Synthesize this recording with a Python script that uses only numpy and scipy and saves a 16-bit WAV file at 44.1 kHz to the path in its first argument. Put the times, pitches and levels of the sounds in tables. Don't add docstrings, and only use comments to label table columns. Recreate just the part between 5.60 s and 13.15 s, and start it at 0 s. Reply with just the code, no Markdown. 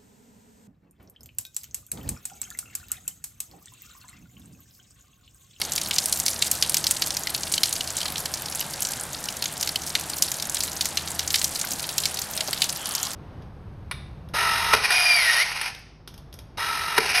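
import sys
import numpy as np
from scipy import signal
from scipy.fft import rfft, irfft
from scipy.io import wavfile

SR = 44100
rng = np.random.default_rng(int(sys.argv[2]) if len(sys.argv) > 2 else 0)


def persist_wave(psi):
    counts = np.round(np.clip(psi, -1, 1) * 32767).astype(np.int16)
    wavfile.write(sys.argv[1], SR, np.atleast_2d(counts).T)


N = 332955
WALL_MS, WALL_SPREAD_MS = 2.03, .45


def amp(db):
    return 10 ** (np.asarray(db) / 20)


def unit_rms(x):
    return x / np.sqrt(np.mean(x ** 2) + 1e-20)


def add(mix, start_s, sound):
    part = mix[max(round(start_s * SR), 0):][:len(sound)]
    part += sound[:len(part)]


def colour(x, curve):
    hz, db = np.transpose(curve)
    bins_hz = np.fft.rfftfreq(len(x), 1 / SR)
    gain = amp(np.interp(np.log(bins_hz + 1), np.log(hz), db))
    return irfft(rfft(x) * gain, len(x))


def resonance(x, hz, width_hz):
    q = hz / min(width_hz, SR / 3)
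    return signal.lfilter(*signal.iirpeak(min(hz, SR / 2.2), q, fs=SR), x)


def drift(cutoff_hz):
    bins_hz = np.fft.rfftfreq(N, 1 / SR)
    return unit_rms(irfft(rfft(rng.standard_normal(N)) / (1 + (bins_hz / cutoff_hz) ** 4), N))


# (frequency [Hz], relative density [dB])
WASH_SPECTRUM = [(25, -3), (50, -2), (75, 6), (100, 2), (140, 9), (240, 2.5), (430, -0.5), (760, 5),
                 (1100, 0), (1600, 0), (2600, -8), (5000, -8.5), (10000, -18), (16000, -27)]
def rain_wash(level_db=-40.0, swell_db=-0.22):
    gain = amp(level_db + swell_db * drift(0.55))
    return gain * unit_rms(colour(rng.standard_normal(N), WASH_SPECTRUM))


# (multiple of firing rate, relative level [dB])
ENGINE_HARMONICS = [(1, -2.5), (2, -10.5), (4, -10), (8, -23)]
# (time [s], level [dB])
ENGINE_LEVEL = [(0, -51.5), (1.4, -50.5), (2.35, -49.5), (3.6, -56), (4.1, -47), (4.8, -51), (5.35, -47),
                (6.1, -51.5), (6.55, -48), (7.5, -58)]
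def far_engine(firing_hz=80.36, waver=.013, flutter_db=2.0):
    firings = np.cumsum(firing_hz * (1 + waver * drift(1.205))) / SR
    level_db = np.interp(np.arange(N) / SR, *np.transpose(ENGINE_LEVEL))
    out = np.zeros(N)
    for multiple, db in ENGINE_HARMONICS:
        rms = amp(level_db + db + flutter_db * drift(1.5))
        out += rms * np.sqrt(2) * np.sin(2 * np.pi * multiple * firings)
    return out


# (time [s], length [s], centre [Hz], width [Hz], level [dB])
FAR_SOUNDS = [(2.452, 0.013, 1200, 1500, -35.5), (3.154, 0.38, 1540, 300, -52),
              (6.038, 0.014, 1540, 1200, -35), (6.096, 0.062, 225, 89, -44.5), (6.74, .11, 626, 25, -44.5),
              (6.879, 0.022, 600, 700, -34.5), (7.116, 0.44, 3140, 600, -44),
              (7.156, 0.55, 1150, 900, -45.5)]
def far_sounds():
    out = np.zeros(N)
    for start_s, length_s, hz, width_hz, db in FAR_SOUNDS:
        noise = resonance(rng.standard_normal(SR), hz, width_hz)
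        noise = resonance(noise, hz, width_hz)[-int(length_s * SR):]
        add(out, start_s, amp(db) * unit_rms(noise * signal.windows.tukey(len(noise), .5)))
    return out


# (time [s], gain [dB])
FINE_WATER_GAIN = [(0.0, -36), (1.16, -35), (1.72, -37), (2.06, -33.5), (2.73, -36.5), (3.05, -34),
                   (4.08, -39), (4.54, -35), (5.47, -37.5), (5.84, -33.5), (6.08, -34.5), (7.55, -35.5)]
def fine_water_gain():
    return amp(np.interp(np.arange(N) / SR, *np.transpose(FINE_WATER_GAIN)))


def wall_delay_ms():
    return WALL_MS + WALL_SPREAD_MS * rng.uniform(-1, 1)


# (centre [Hz], width [Hz], gain [dB])
HOLLOW_MODES = [(2250, 350, 0), (3080, 250, -1.5), (4150, 1000, -2)]
def drop(hz, echo_ms, pop_s=92e-6, snap_s=.0005, scatter=0.63, scatter_s=0.002, far_lag_ms=5.2):
    t = np.arange(1024) / SR
    snap_noise, stone_noise = rng.standard_normal((2, len(t)))
    age = t / pop_s
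    pop = age * np.exp(1 - age) * np.sin(2 * np.pi * (hz * t + rng.random()))
    snap = unit_rms(resonance(snap_noise, min(1.8 * hz, SR / 4), 1.2 * hz)) * np.exp(-t / snap_s)
    build_up = 1 - np.exp(-(t * 1000 / echo_ms) ** 2)
    tail = stone_noise * build_up * np.exp(-t / scatter_s)
    tail /= np.linalg.norm(tail)
    ring = sum(amp(db) * resonance(tail, mode_hz, width_hz) for mode_hz, width_hz, db in HOLLOW_MODES)
    response = scatter * tail + ring
    for delay_ms, gain in ((0, 1), (echo_ms, 0.54), (echo_ms + far_lag_ms, 0.22)):
        add(response, delay_ms / 1000, np.array([gain]))
    return unit_rms(signal.fftconvolve(pop + .4 * snap, response))


def raindrops(count=300, relative_db=-6, spread_db=4.0, hz=7800, pitch_spread=0.36):
    out, gain = np.zeros(N), fine_water_gain()
    onsets = rng.random(count) * N
    sizes, pitches, spots = np.clip(rng.standard_normal((3, count)), -2, 2)
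    for onset, size, pitch, spot in zip(onsets, sizes, pitches, spots):
        pop = drop(hz * np.exp(pitch_spread * pitch), WALL_MS + WALL_SPREAD_MS * spot, pop_s=110e-6)
        add(out, onset / SR, amp(relative_db + spread_db * min(size, 1)) * gain[int(onset)] * pop)
    return out


def leaks(count=3, drops_per_s=3.4, jitter=.3, relative_db=-2.5, spread_db=1, hz=5900, pitch_spread=0.28):
    out, gain = np.zeros(N), fine_water_gain()
    for pace in np.geomspace(.8, 1.25, count):
        wait, size, pitch = np.clip(rng.standard_normal((48, 3)), -2, 2).T
        times_s = (np.cumsum(np.exp(jitter * wait)) - rng.random()) / (drops_per_s * pace)
        levels_db = relative_db + spread_db * size
        pitches_hz = hz * np.exp(pitch_spread * pitch)
        echo_ms = wall_delay_ms()
        for start_s, db, pop_hz in zip(times_s, levels_db, pitches_hz):
            onset = int(np.clip(start_s * SR, 0, N - 1))
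            add(out, start_s, amp(db) * gain[onset] * drop(pop_hz, echo_ms, pop_s=140e-6))
    return out


def droplets(hz, spots=8, per_s_per_hz=.055, spread_db=5.0, decay_cycles=0.75, echo_ms=2.1, echo=0.55):
    t, out = np.arange(300) / SR, np.zeros(N)
    step = 8
    chance = step * per_s_per_hz * hz / spots / SR
    for detune, spot in rng.uniform(-1, 1, (spots, 2)):
        onsets = np.flatnonzero(rng.random(N // step) < chance) * step
        sizes = amp(spread_db * np.minimum(rng.exponential(1, len(onsets)), 4))
        sizes *= rng.choice([-1, 1], len(onsets))
        age = t * hz * (1 + detune / 10) / decay_cycles
        pop = age * np.exp(-age) * np.sin(2 * np.pi * decay_cycles * age)
        add(pop, echo_ms * (1 + spot / 2) / 1000, echo * pop)
        samples = onsets[:, None] + np.arange(len(t))
        out += np.bincount(samples.ravel(), np.outer(sizes, pop).ravel(), N)[:N]
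    return unit_rms(out)


# (frequency [Hz], relative density [dB])
SPRAY_SPECTRUM = [(1500, -15), (2500, -3), (4400, 1), (6500, -2), (10500, 4.5), (15000, -24)]
def spray(drips, patter_db=(-16, -18), patter_decay_s=(0.022, 0.026), mist_db=-4, spread_oct=.65):
    times_s, drip_db, pop_hz = np.transpose(drips)
    onsets = np.clip((times_s + WALL_MS / 1000) * SR, 0, N - 1).astype(int)
    bands_hz = np.geomspace(2000, 14500, 16)
    curve_hz, curve_db = np.transpose(SPRAY_SPECTRUM)
    band_shares = bands_hz * amp(np.interp(np.log(bands_hz), np.log(curve_hz), curve_db)) ** 2
    band_shares /= band_shares.sum()
    offset_oct = np.log2(bands_hz[:, None] / pop_hz)
    drip_shares = band_shares[:, None] * np.exp(-.5 * (offset_oct / spread_oct) ** 2)
    drip_shares /= drip_shares.sum(0)
    mist_power = (amp(mist_db) * fine_water_gain()) ** 2
    out = np.zeros(N)
    for hz, band_share, drip_share in zip(bands_hz, band_shares, drip_shares):
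        bursts = np.bincount(onsets, drip_share * amp(drip_db) ** 2, N) + 1e-20
        power = band_share * mist_power
        for db, decay_s in zip(patter_db, patter_decay_s):
            power += amp(db) ** 2 * signal.lfilter([1], [1, -np.exp(-1 / (decay_s * SR))], bursts)
        out += droplets(hz) * np.sqrt(power)
    return out


# (time [s], relative level [dB], bubble pitch [Hz])
PUDDLE_PLINKS = [(1.6716, -21, 2000), (1.9792, -19, 3080), (2.2081, -22, 2930), (2.4145, -24.5, 3060),
                 (3.011, -24.5, 3000), (3.6866, -24.5, 2960), (4.1584, -18.5, 3050)]
def puddle_plinks(pop_db=-11, pop_hz=4570, bubble_db=7, bubble_s=0.0024):
    out, t = np.zeros(N), np.arange(1024) / SR
    envelope = (1 - np.exp(-4 * t / bubble_s)) * np.exp(-t / bubble_s)
    for start_s, db, bubble_hz in PUDDLE_PLINKS:
        add(out, start_s, amp(db + pop_db) * drop(pop_hz, wall_delay_ms()))
        add(out, start_s, amp(db + bubble_db) * envelope * np.sin(2 * np.pi * bubble_hz * t))
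    return out


# (time [s], relative level [dB], pop pitch [Hz])
HEAVY_DRIPS = [(0.0164, -20, 4500), (0.1207, -23.5, 6550), (0.1347, -28, 8000), (0.161, -22, 6900),
               (0.1795, -22, 4260), (0.2154, -24.5, 6500), (0.31, -20.5, 3870), (0.3618, -24.5, 5570),
               (0.384, -14.5, 5000), (0.458, -19.5, 9400), (0.526, -16.5, 6750), (0.6, -20, 6700),
               (0.663, -18, 6300), (0.682, -19.5, 5240), (0.8229, -15, 4100), (0.9143, -15, 7850),
               (1.0249, -14, 4630), (1.0958, -19, 8800), (1.1436, -16, 6600), (1.1694, -18, 5900),
               (1.2416, -22, 5200), (1.2679, -17, 5000), (1.31, -15, 8700), (1.4217, -17.5, 4860),
               (1.4626, -27, 7400), (1.506, -23, 5400), (1.5688, -21.5, 5940), (1.7478, -21.5, 4630),
               (1.8337, -25, 5270), (1.923, -21.5, 9200), (1.939, -19, 4630), (2.0337, -13, 5100),
               (2.057, -25, 5400), (2.1276, -22.5, 6440), (2.3038, -28, 7150), (2.368, -23, 7600),
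               (2.4564, -26.5, 5200), (2.6577, -26, 5500), (2.7394, -23.5, 5730), (3.2056, -27, 9600),
               (3.2225, -22.5, 8000), (3.2507, -23, 5800), (3.824, -22.5, 4630), (3.8407, -27, 5050),
               (3.8574, -23, 3860), (4.011, -25, 5960), (4.0283, -21.5, 5570), (4.0744, -23.5, 4940),
               (4.0913, -23.5, 5200), (4.3524, -16.5, 3400), (4.623, -13, 6350), (4.7173, -22.5, 6840),
               (4.825, -25.5, 5500), (4.897, -24.5, 6500), (4.9457, -21.5, 7150), (4.9695, -25, 4600),
               (5.0056, -21.5, 5700), (5.036, -21.5, 7850), (5.2098, -18.5, 4400), (5.2559, -21.5, 6900),
               (5.3727, -18.5, 3900), (5.4756, -28.5, 4430), (5.5934, -20, 5400), (5.6766, -23, 6300),
               (5.705, -23.5, 5000), (5.7427, -15.5, 4380), (5.7584, -18.5, 5550), (5.8155, -23, 4830),
               (5.8435, -17.5, 6240), (6.014, -22.5, 6700), (6.1173, -26, 6400), (6.291, -26, 4870),
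               (6.381, -17, 6150), (6.4364, -25, 4280), (6.4557, -17.5, 4870), (6.5718, -28, 4800),
               (6.6176, -28, 7400), (6.7762, -24, 4940), (6.807, -22, 4160), (6.9308, -21, 4230),
               (7.0197, -14.5, 4240), (7.042, -22.5, 6160), (7.2575, -26, 5330), (7.3512, -20.5, 5430),
               (7.43, -21.5, 6670)]
def heavy_drips(gain_db=-8.0):
    out = np.zeros(N)
    for start_s, db, pop_hz in HEAVY_DRIPS:
        add(out, start_s, amp(db + gain_db) * drop(pop_hz, wall_delay_ms()))
    return out


def yard_echoes(x, delays_s=(0.012, .0375), echo_db=-22):
    out = x.copy()
    for delay_s in delays_s:
        add(out, delay_s, amp(echo_db) * x)
    return out


def scene(highpass_hz=1500, water_side_db=-27, wash_side_db=-21.0):
    drips = heavy_drips() + puddle_plinks() + leaks() + raindrops()
    drips = signal.sosfilt(signal.butter(3, highpass_hz, "high", fs=SR, output="sos"), drips)
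    water = yard_echoes(drips) + spray(HEAVY_DRIPS)
    street = rain_wash() + far_engine() + far_sounds()
    diffuser = irfft(np.exp(2j * np.pi * rng.random(129)))
    side = amp(water_side_db) * signal.oaconvolve(water, diffuser)[:N] + amp(wash_side_db) * rain_wash()
    water_pan, street_pan = amp([[-.12], [.12]]), amp([[.35], [-.35]])
    return water * water_pan + street * street_pan + np.array([side, -side])


# (frequency [Hz], gain [dB])
MIC_RESPONSE = [(11000, 0.5), (13000, 1.5), (15000, -5)]
def record(dry, knee=0.35, cutoff_hz=15900):
    heard = np.array([colour(channel, MIC_RESPONSE) for channel in dry])
    excess = np.maximum(abs(heard) - knee, 0)
    clipped = np.sign(heard) * (abs(heard) - excess + (1 - knee) * np.tanh(excess / (1 - knee)))
    lowpass = signal.firwin(255, cutoff_hz, window=("kaiser", 8), fs=SR)
    return signal.oaconvolve(clipped, lowpass[None], "same")


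dry = scene()
out = record(dry)
persist_wave(out)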